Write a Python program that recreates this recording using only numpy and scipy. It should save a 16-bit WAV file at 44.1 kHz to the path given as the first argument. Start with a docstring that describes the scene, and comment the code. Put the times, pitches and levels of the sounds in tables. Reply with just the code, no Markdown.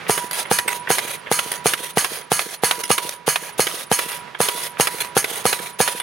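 """Gas-powered post driver on a steel pipe

A post driver sits on a steel pipe on a lawn and fires about three times a second.
Each stroke: gas rushes in (swelling noise), the charge bangs (a pressure pulse and ringing exhaust modes), the
hammer rings the steel (beating modes), clanks back (ragged noise), and the chamber vents with a hiss.
The recoiling driver lands on the pipe and bounces, a small part jingles and one pipe mode sings on;
a building echoes the driver, and a road murmurs behind as slowly swelling noise."""
import sys
import numpy as np
from scipy import signal
from scipy.fft import rfft, irfft, next_fast_len
from scipy.io import wavfile
from scipy.ndimage import map_coordinates

SR = 44100
rng = np.random.default_rng(int(sys.argv[2]) if len(sys.argv) > 2 else 0)


def dump(signal):
    """Clip the signal to [-1, 1] and save it as 16-bit WAV at the path in sys.argv[1]."""
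    limited = np.clip(np.atleast_2d(signal).T, -1, 1)
    pcm = np.round(limited * 32767).astype(np.int16)
    wavfile.write(sys.argv[1], SR, pcm)


N = 265482  # length in samples


def amp(db):
    """Decibels to gain."""
    return 10 ** (np.asarray(db) / 20)


def unit(x):
    """Scale to rms 1."""
    return x / np.sqrt(np.mean(x ** 2) + 1e-20)


def along(points, hz):
    """Read (Hz, value) points on a log frequency axis."""
    point_hz, values = np.transpose(points)
    return np.interp(np.log(hz + 1), np.log(point_hz), values)


def curve(rows):
    """One value per sample from (seconds, value) rows."""
    return np.interp(np.arange(N) / SR, *np.transpose(rows))


def wobble(rate, size=N):
    """A smooth random curve with rate knots a second."""
    knots = rng.standard_normal(int(size * rate / SR) + 4)
    return map_coordinates(knots, [np.arange(size) * rate / SR])


def filtered(x, response):
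    """Shape x by a response of frequency, zero-padded so tails do not wrap."""
    m = next_fast_len(x.shape[-1] + SR // 8)
    spectrum = rfft(x, m) * response(np.fft.rfftfreq(m, 1 / SR))
    return irfft(spectrum, m)[..., :x.shape[-1]]


def fade(t, t60):
    """A decay of 60 dB in t60 seconds."""
    return np.exp(-np.log(1000) * t / max(t60, 1e-4))


def add(track, s, sound):
    """Mix a sound into the track at s seconds."""
    i = max(round(s * SR), 0)
    part = track[:, i:i + sound.shape[-1]]
    part += sound[..., :part.shape[1]]


# How alike the two channels of a noise are. Each row: frequency in Hz, correlation (1 is identical).
LIKENESS = [(100, 0.94), (700, 0.32), (2000, 0.66), (5000, 0.46), (9000, 0.91), (15000, 0.79)]


def noise(spectrum, size=N, ripple_db=0):
    """Coloured stereo noise of rms 1; ripple gives it a fresh set of resonant humps."""
    def mid_side_response(hz):
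        turn = np.arccos(np.clip(along(LIKENESS, hz), -1, 1)) / 2
        humps = ripple_db * np.interp(hz, np.linspace(0, SR / 2, 160), rng.standard_normal(160))
        return amp(along(spectrum, hz) + humps) * [np.cos(turn), np.sin(turn)]

    mid, side = filtered(rng.standard_normal((2, size)), mid_side_response)
    return unit(np.array([mid + side, mid - side]))


def partials(modes, t, split_hz, scatter_db):
    """Modes as close, beating pairs that shift and change strength from blow to blow; about rms 1."""
    hz, level = np.tile(np.transpose(modes), 2)
    hz = hz + rng.normal(0, split_hz, len(hz))
    gains = amp(level + rng.normal(0, scatter_db, len(hz)))
    start = rng.random((len(hz), 1))
    waves = np.sin(2 * np.pi * (hz[:, None] * t + start))
    return gains @ waves / np.sqrt(np.sum(gains ** 2) / 2)


# The strokes, with levels ahead of each layer's own trim.
# Each row: start in seconds, bang in dB, exhaust pitch ratio, steel in dB, singing note in dB,
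# hammer return delay in seconds, return in dB, vent length in seconds, vent in dB.
BLOWS = [ (0.096, -12, 0.95, -16, -32, .079, -17, 0.17, -28.5),
         (0.514, -11.5, 1.04, -15.5, -34, 0.071, -12, 0.069, -26.5),
         (0.9038, -11, 1.01, -13.5, -34.5, 0.078, -12, 0.25, -26),
         (1.3151, -13, 1.004, -16, -35.5, 0.073, -13.5, 0.24, -31),
         (1.6583, -13, 0.97, -12, -38, .075, -14, 0.25, -28.5),
         (1.9725, -12.5, 0.96, -13, -41, 0.071, -14, .23, -27.5),
         (2.318, -11, 0.99, -16, -41, 0.073, -15, 0.23, -28.5),
         (2.6357, -12.5, 1.03, -14, -33.5, 0.073, -12, 0.18, -29),
         (2.9042, -11.5, 1.03, -11, -33.5, 0.074, -14, .23, -29),
         (3.2794, -17.5, 1.01, -14, -39.5, 0.077, -14, 0.22, -29.5),
         (3.595, -13, 0.97, -12.5, -41.5, 0.072, -15, 0.24, -27),
         (3.9155, -12, 1.036, -13, -35.5, .072, -14.5, .25, -27.5),
         (4.404, -13.5, 0.98, -14.5, -31.5, 0.08, -14, .27, -26.5),
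         (4.7988, -12, 1, -10.5, -34.5, .071, -13, .26, -27.5),
         (5.1673, -10, 1.03, -10.5, -47, 0.074, -15, .26, -29),
         (5.4543, -11.5, 1.03, -14.5, -32.5, 0.072, -12, .25, -26.5),
         (5.8033, -11, 1.046, -13, -33.5, 0.072, -12, 0.18, -28)]
# Gas ringing in the exhaust, nominal tuning. Each row: frequency in Hz, level in dB, 60 dB decay in seconds.
EXHAUST_MODES = [(199.4, -4, 0.023), (458.4, -5.5, 0.034), (600, -10, 0.02), (737, -6, 0.026),
                 (815, -39.5, 0.066)]
EXHAUST_SCATTER_DB = 1.8  # how far each exhaust resonance varies from bang to bang


def bangs(blast_db=17, blast_s=0.00052, ground_db=-16, ground_s=0.00246,
          exhaust_db=8, crack_db=1, crack_delay=.0006, lean_db=2):
    """Each charge sends out a blast wave, rings the exhaust and spits a short bright crack."""
    out, t = np.zeros((2, N)), np.arange(SR // 16) / SR
    lean = lean_db * np.array([[1], [-1]])  # stronger on the left
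    for s, db, pitch, *_ in BLOWS:
        # a steep pulse, then a longer opposite swing of equal area
        u = t / (blast_s * rng.normal(1, .05))
        blast = amp(blast_db) * (1 - u ** 2) * np.exp(-u ** 2 / 2)
        pop = 0
        for hz, level, t60 in EXHAUST_MODES:
            gain = amp(level + EXHAUST_SCATTER_DB * rng.normal())
            tuned_hz = hz * pitch * rng.normal(1, 0.022)
            pop = pop + gain * fade(t, t60) * np.cos(2 * np.pi * tuned_hz * t)
        onset = 1 - np.exp(-t / .00008)
        bang = -amp(db + lean) * (blast + amp(exhaust_db) * pop) * onset
        add(out, s, bang)
        add(out, s + ground_s, amp(ground_db) * bang)  # the bounce off the lawn
        crack = noise(VENT_COLOUR, len(t)) * fade(t, 0.018)
        add(out, s + crack_delay, amp(db + crack_db) * crack)
    return filtered(out, hollow)


HOLLOW_HZ, HOLLOW_WIDTH_HZ = 91, 48  # centre and width


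def hollow(hz):
    """A broad notch that hollows out the low bass of the bang."""
    detune = HOLLOW_HZ ** 2 - hz ** 2
    return detune / (detune + 1j * hz * HOLLOW_WIDTH_HZ)


# Strong hammer and pipe modes, nominal tuning. Each row: frequency in Hz, level in dB.
STEEL_MODES = [(1211, -3.5), (1663, -0.5), (2073, -6.5), (2295, -2.5), (2476, -8), (2982, -1.5), (4314, 2),
               (4797, -8), (5184, -18), (5892, -26), (6239, -2.5), (6430, -1.5), (6562, 4), (9157, 4),
               (9655, 1), (9805, 5), (10607, 5.5), (11310, -31), (12067, -14)]
# Colour of the weak pipe overtones and their wash. Each row: frequency in Hz, density in dB per Hz.
OVERTONE_COLOUR = [(60, -92), (130, 4.5), (300, -7.5), (550, -5.5), (1600, 1), (3000, -4), (3900, -8),
                   (5000, 1), (7500, -3.5), (9700, 6), (12000, 0), (13800, -14), (15500, -8)]
# a usual blow rings this long; a harder one seats the driver and dies sooner (dB of ring time per dB)
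USUAL_BLOW_DB, USUAL_T60, SEATING = -13, 0.24, 1.32
TOP_HZ = 15900  # upper edge of the weak overtones, and of the recorder


def steel(ring_db=-4, dense_db=-6, wash_db=-7, crash_db=0, count=300):
    """The hammer lands just after the bang: strong pipe modes over many weak overtones."""
    out, t = np.zeros((2, N)), np.arange(SR // 3) / SR
    # the weak overtones belong to the pipe, so every blow rings the same ones
    weak_hz = np.linspace(500, TOP_HZ, count) + rng.normal(0, 35, count)
    waves = amp(along(OVERTONE_COLOUR, weak_hz))[:, None] * np.exp(2j * np.pi * weak_hz[:, None] * t)
    # the returning hammer damps the pipe
    damping = fade(np.maximum(t - .075, 0), 1.0)
    onset = 1 - np.exp(-t / 0.0004)
    for s, _, _, db, *_ in BLOWS:
        t60 = USUAL_T60 * amp(SEATING * (USUAL_BLOW_DB - db))
        strengths = rng.standard_normal(count) + 1j * rng.standard_normal(count)
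        dense = amp(dense_db) * unit((strengths @ waves).real)
        ring = amp(ring_db) * partials(STEEL_MODES, t, split_hz=24.7, scatter_db=1.0)
        wash = amp(wash_db) * noise(OVERTONE_COLOUR, len(t))
        body = (ring + dense + wash) * fade(t, t60)
        crash = amp(crash_db) * noise(CLANK_COLOUR, len(t), ripple_db=7.5) * fade(t, 0.034)
        flight = rng.normal(.007, .0004)  # seconds from bang to blow
        add(out, s + flight, amp(db) * (body * damping + crash) * onset)
    return out


# Colour of the clank, also of the crash and ticks. Each row: frequency in Hz, density in dB per Hz.
CLANK_COLOUR = [(60, -38), (240, -37), (360, 3), (650, 3), (900, 5.5), (1900, 8.5), (3200, 3.5), (5000, -3),
                (7500, -10.5), (10000, -1.5), (12500, -3.5), (16000, -36)]


def returns(rise=0.0025, t60=.043, gain_db=1.5, ragged_db=3):
    """The hammer slides back against its stop with a ragged clank of noise."""
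    out, t = np.zeros((2, N)), np.arange(SR // 8) / SR
    shape = np.minimum(t / rise, 1) ** 2 * fade(np.maximum(t - rise, 0), t60)
    for s, *_, delay, db, _, _ in BLOWS:
        level = amp(db + gain_db + ragged_db * wobble(895, len(t)))
        add(out, s + delay, level * shape * noise(CLANK_COLOUR, len(t), ripple_db=2.5))
    return out


# Colour of the gas hiss, also of cracks and bright knocks. Each row: frequency in Hz, density in dB per Hz.
VENT_COLOUR = [(100, -16), (280, -11), (420, 3), (900, 0.5), (2000, 2), (3500, 2), (5500, -3.5), (6550, 0),
               (7400, -9.5), (9900, 6), (11000, -1), (12500, -2), (13700, -10.5), (15300, -8)]
# opening time, loss of flow, 60 dB decay once shut
VENT_ATTACK_S, VENT_SAG_DB_PER_S, VENT_T60 = .037, 9.5, 0.072


def gas(intake_db=-24, vent_db=-3, flutter_db=2.5, surge_db=2.9):
    """Gas swells through the valve before the bang, then vents as noise until the valve shuts."""
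    out, t = np.zeros((2, N)), np.arange(SR // 2) / SR
    lead = .018  # seconds of intake before the bang
    swell = np.minimum(t / lead, 1) * fade(np.maximum(t - lead, 0), 0.02)
    for s, *_ in BLOWS:
        add(out, s - lead, amp(intake_db) * swell * noise(VENT_COLOUR, len(t)))
    for s, length, db in outflows():
        flow = np.minimum(t / VENT_ATTACK_S, 1) * fade(np.maximum(t - length, 0), VENT_T60)
        level = amp(db + vent_db - VENT_SAG_DB_PER_S * t)
        add(out, s, level * flow * noise(VENT_COLOUR, len(t), ripple_db=3.0))
    return out * amp(flutter_db * wobble(81) + surge_db * wobble(20))


# Extra gushes of gas while the driver gets going, ahead of the vent trim.
# Each row: start in seconds, length in seconds, level in dB.
EXTRA_GUSHES = [(.305, 0.127, -27), (.68, 0.089, -22.5)]


def outflows():
    """Every release of gas: (start s, length s, untrimmed dB)."""
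    vents = [(s, length, db) for s, *_, length, db in BLOWS]
    return vents + list(EXTRA_GUSHES)


# The driver's mechanism clicks dully as it is set for a stroke. Each row: start in seconds, level in dB.
SETTING_CLICKS = [(.011, -29.5), (.066, -26.5), (.453, -25), (.872, -18), (1.262, -22), (4.275, -32),
                  (4.346, -25.5), (4.77, -26)]
# The recoil lifts the driver, which lands on the pipe once or twice, about 0.2 s after the bang.
# Each row: start in seconds, clatter in dB, bright hiss in dB.
RECOIL_LANDINGS = [(.31, -23.5, -19), (.331, -25, -15), (.678, -13.5, -13.5), (1.08, -28, -29),
                   (1.516, -21, -15), (1.84, -25.5, -24.5), (2.171, -33, -24), (2.498, -48, -27),
                   (2.79, -42, -22.5), (2.836, -34, -16), (3.09, -34, -19), (3.481, -30, -39),
                   (3.801, -30.5, -33), (4.089, -29, -25), (4.129, -27, -24), (4.634, -31, -19),
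                   (5.004, -20.5, -15.5), (5.356, -27, -21.5), (5.999, -22, -20)]
BOUNCE_S, BOUNCE_DB = .042, -9.5  # each landing bounces once: flight and loss


def rattles(click_hiss_db=-26, tick_db=-2, tick_spread_db=2, tick_t60=0.03, count=7):
    """The driver clicks before a stroke, ticks against the pipe as it vents, then lands and bounces."""
    out, t = np.zeros((2, N)), np.arange(SR // 16) / SR
    for s, db in SETTING_CLICKS:
        add(out, s, knock(db, db + click_hiss_db))
    for s, db, hiss_db in RECOIL_LANDINGS:
        add(out, s, knock(db, hiss_db))
        add(out, s + BOUNCE_S, amp(BOUNCE_DB) * knock(db, hiss_db))
    for s, *_, length, vent_db in BLOWS:
        for share in rng.random(count):
            tick = noise(CLANK_COLOUR, len(t), ripple_db=10) * fade(t, tick_t60)
            level = amp(vent_db + tick_db + tick_spread_db * rng.normal())
            add(out, s + share * length, level * tick)
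    return out


# Colour of the knocking clatter. Each row: frequency in Hz, density in dB per Hz.
RATTLE_COLOUR = [(120, -15), (290, -32), (410, 2), (1150, -1), (1950, 10.5), (2650, 2.5), (3450, 0),
                 (4200, -24), (7200, -51)]


def knock(clatter_db, hiss_db, knock_db=-3, knock_t60=0.014, after_db=-8, after_t60=0.14, ragged_db=4.5):
    """Steel knocks on steel once, then chatters on more quietly."""
    t = np.arange(SR // 4) / SR
    clatter = amp(clatter_db) * noise(RATTLE_COLOUR, len(t), ripple_db=4)
    hiss = amp(hiss_db) * noise(VENT_COLOUR, len(t), ripple_db=8.0)
    hit = amp(knock_db) * fade(t, knock_t60)
    chatter = amp(after_db + ragged_db * wobble(300, len(t))) * fade(t, after_t60)
    return (clatter + hiss) * (hit + chatter) * (1 - np.exp(-t / 0.00092))


# Modes of a small loose part, nominal tuning. Each row: frequency in Hz, level in dB.
LOOSE_PART_MODES = [(8150, 0), (9830, -21), (9940, 22), (10050, -22), (14400, 1), (15380, -6)]
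JINGLE_DELAY_S, JINGLE_DB = 0.0235, -7.5  # after the valve shuts; against the untrimmed vent level


def jingles(t60=0.098):
    """A small loose part rings thin and high, hanging on after the valve shuts."""
    out, t = np.zeros((2, N)), np.arange(SR // 4) / SR
    shape = fade(t, t60) * (1 - np.exp(-t / 0.0059))
    for s, length, db in outflows():
        ring = partials(LOOSE_PART_MODES, t, split_hz=53.5, scatter_db=4) * shape
        add(out, s + length + JINGLE_DELAY_S, amp(db + JINGLE_DB) * ring)
    return out


NOTE_HZ, NOTE_T60 = 970, 1.06  # settled centre pitch and free ring time of the pipe's long note


def singing(return_db=-6, landing_db=-16, attack_s=0.0013, waver_hz=4, sharp_hz=10, sharp_t60=0.201,
            choke_t60=0.07, beat_db=2):
    """Blow, return and landing each feed one lightly damped pipe mode, until the next blow chokes it."""
    power, sharp, t = np.zeros((1, N)), np.zeros((1, N)), np.arange(SR // 2) / SR
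    contacts = [(s, db + landing_db) for s, db, _ in RECOIL_LANDINGS]
    for s, _, _, _, db, delay, *_ in BLOWS:
        contacts += [(s, db), (s + delay, db + return_db)]
        add(sharp, s, sharp_hz * fade(t, sharp_t60))  # the note starts a little sharp and settles
    for s, db in contacts:
        free_s = min([blow - s for blow, *_ in BLOWS if blow > s], default=1)
        choke = fade(np.maximum(t - free_s, 0), choke_t60)
        shape = (1 - np.exp(-t / attack_s)) * fade(t, NOTE_T60) * choke
        add(power, s, (amp(db) * shape) ** 2)
    pitch_hz = NOTE_HZ + sharp[0] + waver_hz * wobble(24.7)
    phase = 2 * np.pi * np.cumsum(pitch_hz) / SR
    return np.sqrt(power) * amp(beat_db * wobble(21.89)) * unit(np.sin(phase))


# Echoes from a building. Each row: delay in seconds, level in dB.
BUILDING_ECHOES = [(0.141, -27), (.147, -17)]


def yard(x, tail_db=-29, tail_t60=0.2):
    """A building sends back two dull echoes; shrubs and trees scatter a faint tail."""
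    out, t = np.zeros((2, N)), np.arange(SR // 2) / SR
    dull = filtered(x, lambda hz: hz / (hz + 200) / (1 + (hz / 520) ** 6))
    for delay, db in BUILDING_ECHOES:
        add(out, delay, amp(db) * dull)
    tail_colour = [(100, 6), (450, -45), (2000, 32), (10000, -66)]  # Hz, dB
    tail = noise(tail_colour, len(t)) * fade(t, tail_t60)
    scattered = signal.fftconvolve(x, tail / np.linalg.norm(tail[0]), axes=1)[:, :N]
    return out + amp(tail_db) * scattered


# Loudness of the road ahead of its random swell. Each row: time in seconds, level in dB.
ROAD_LEVEL = [(0, -39), (1.2, -40), (2.3, -44), (3.2, -45), (4.3, -43.5), (5.1, -40), (6.02, -42.5)]
# Colour of the traffic. Each row: frequency in Hz, density in dB per Hz.
TRAFFIC_COLOUR = [(32, -22), (75, -10.5), (165, 1), (300, -11.5), (430, -2), (640, -5.5), (1050, -2),
                  (2250, -5.5), (4100, -14), (6400, -22), (7600, -28), (10100, -24), (14500, -39)]


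def road(swell_db=-1.8):
    """Traffic murmurs beyond the hedge as coloured noise with gentle swells."""
    return amp(curve(ROAD_LEVEL) + swell_db * wobble(5.49)) * noise(TRAFFIC_COLOUR)


# Tone balance of the two microphones. Each row: frequency in Hz, left minus right in dB.
MIC_BALANCE = [(60, -12), (400, -12), (1600, -6), (2100, -2.5), (2500, -2), (3100, -6.5), (4900, -4),
               (5800, -1), (6500, -5), (8000, -0.5), (15000, -3)]


def scene():
    """The driver and its echoes over the road, all tilted towards the right microphone."""
    driver = bangs() + steel() + returns() + gas() + rattles() + jingles() + singing()
    both = driver + yard(driver) + road()
    return filtered(both, lambda hz: amp(np.outer([1, -1], along(MIC_BALANCE, hz)) / 2))


def record(dry, top=0.64, bass_hz=75):
    """The bangs overload the input smoothly; the recorder then trims deep bass and high treble."""
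    squashed = dry / (1 + (dry / top) ** 4) ** (1 / 4)

    def trim(hz):
        bass_cut = (1j * hz / (bass_hz + 1j * hz)) ** 2
        return bass_cut * (hz < TOP_HZ)

    return filtered(squashed, trim)


dry = scene()
out = record(dry)
dump(out)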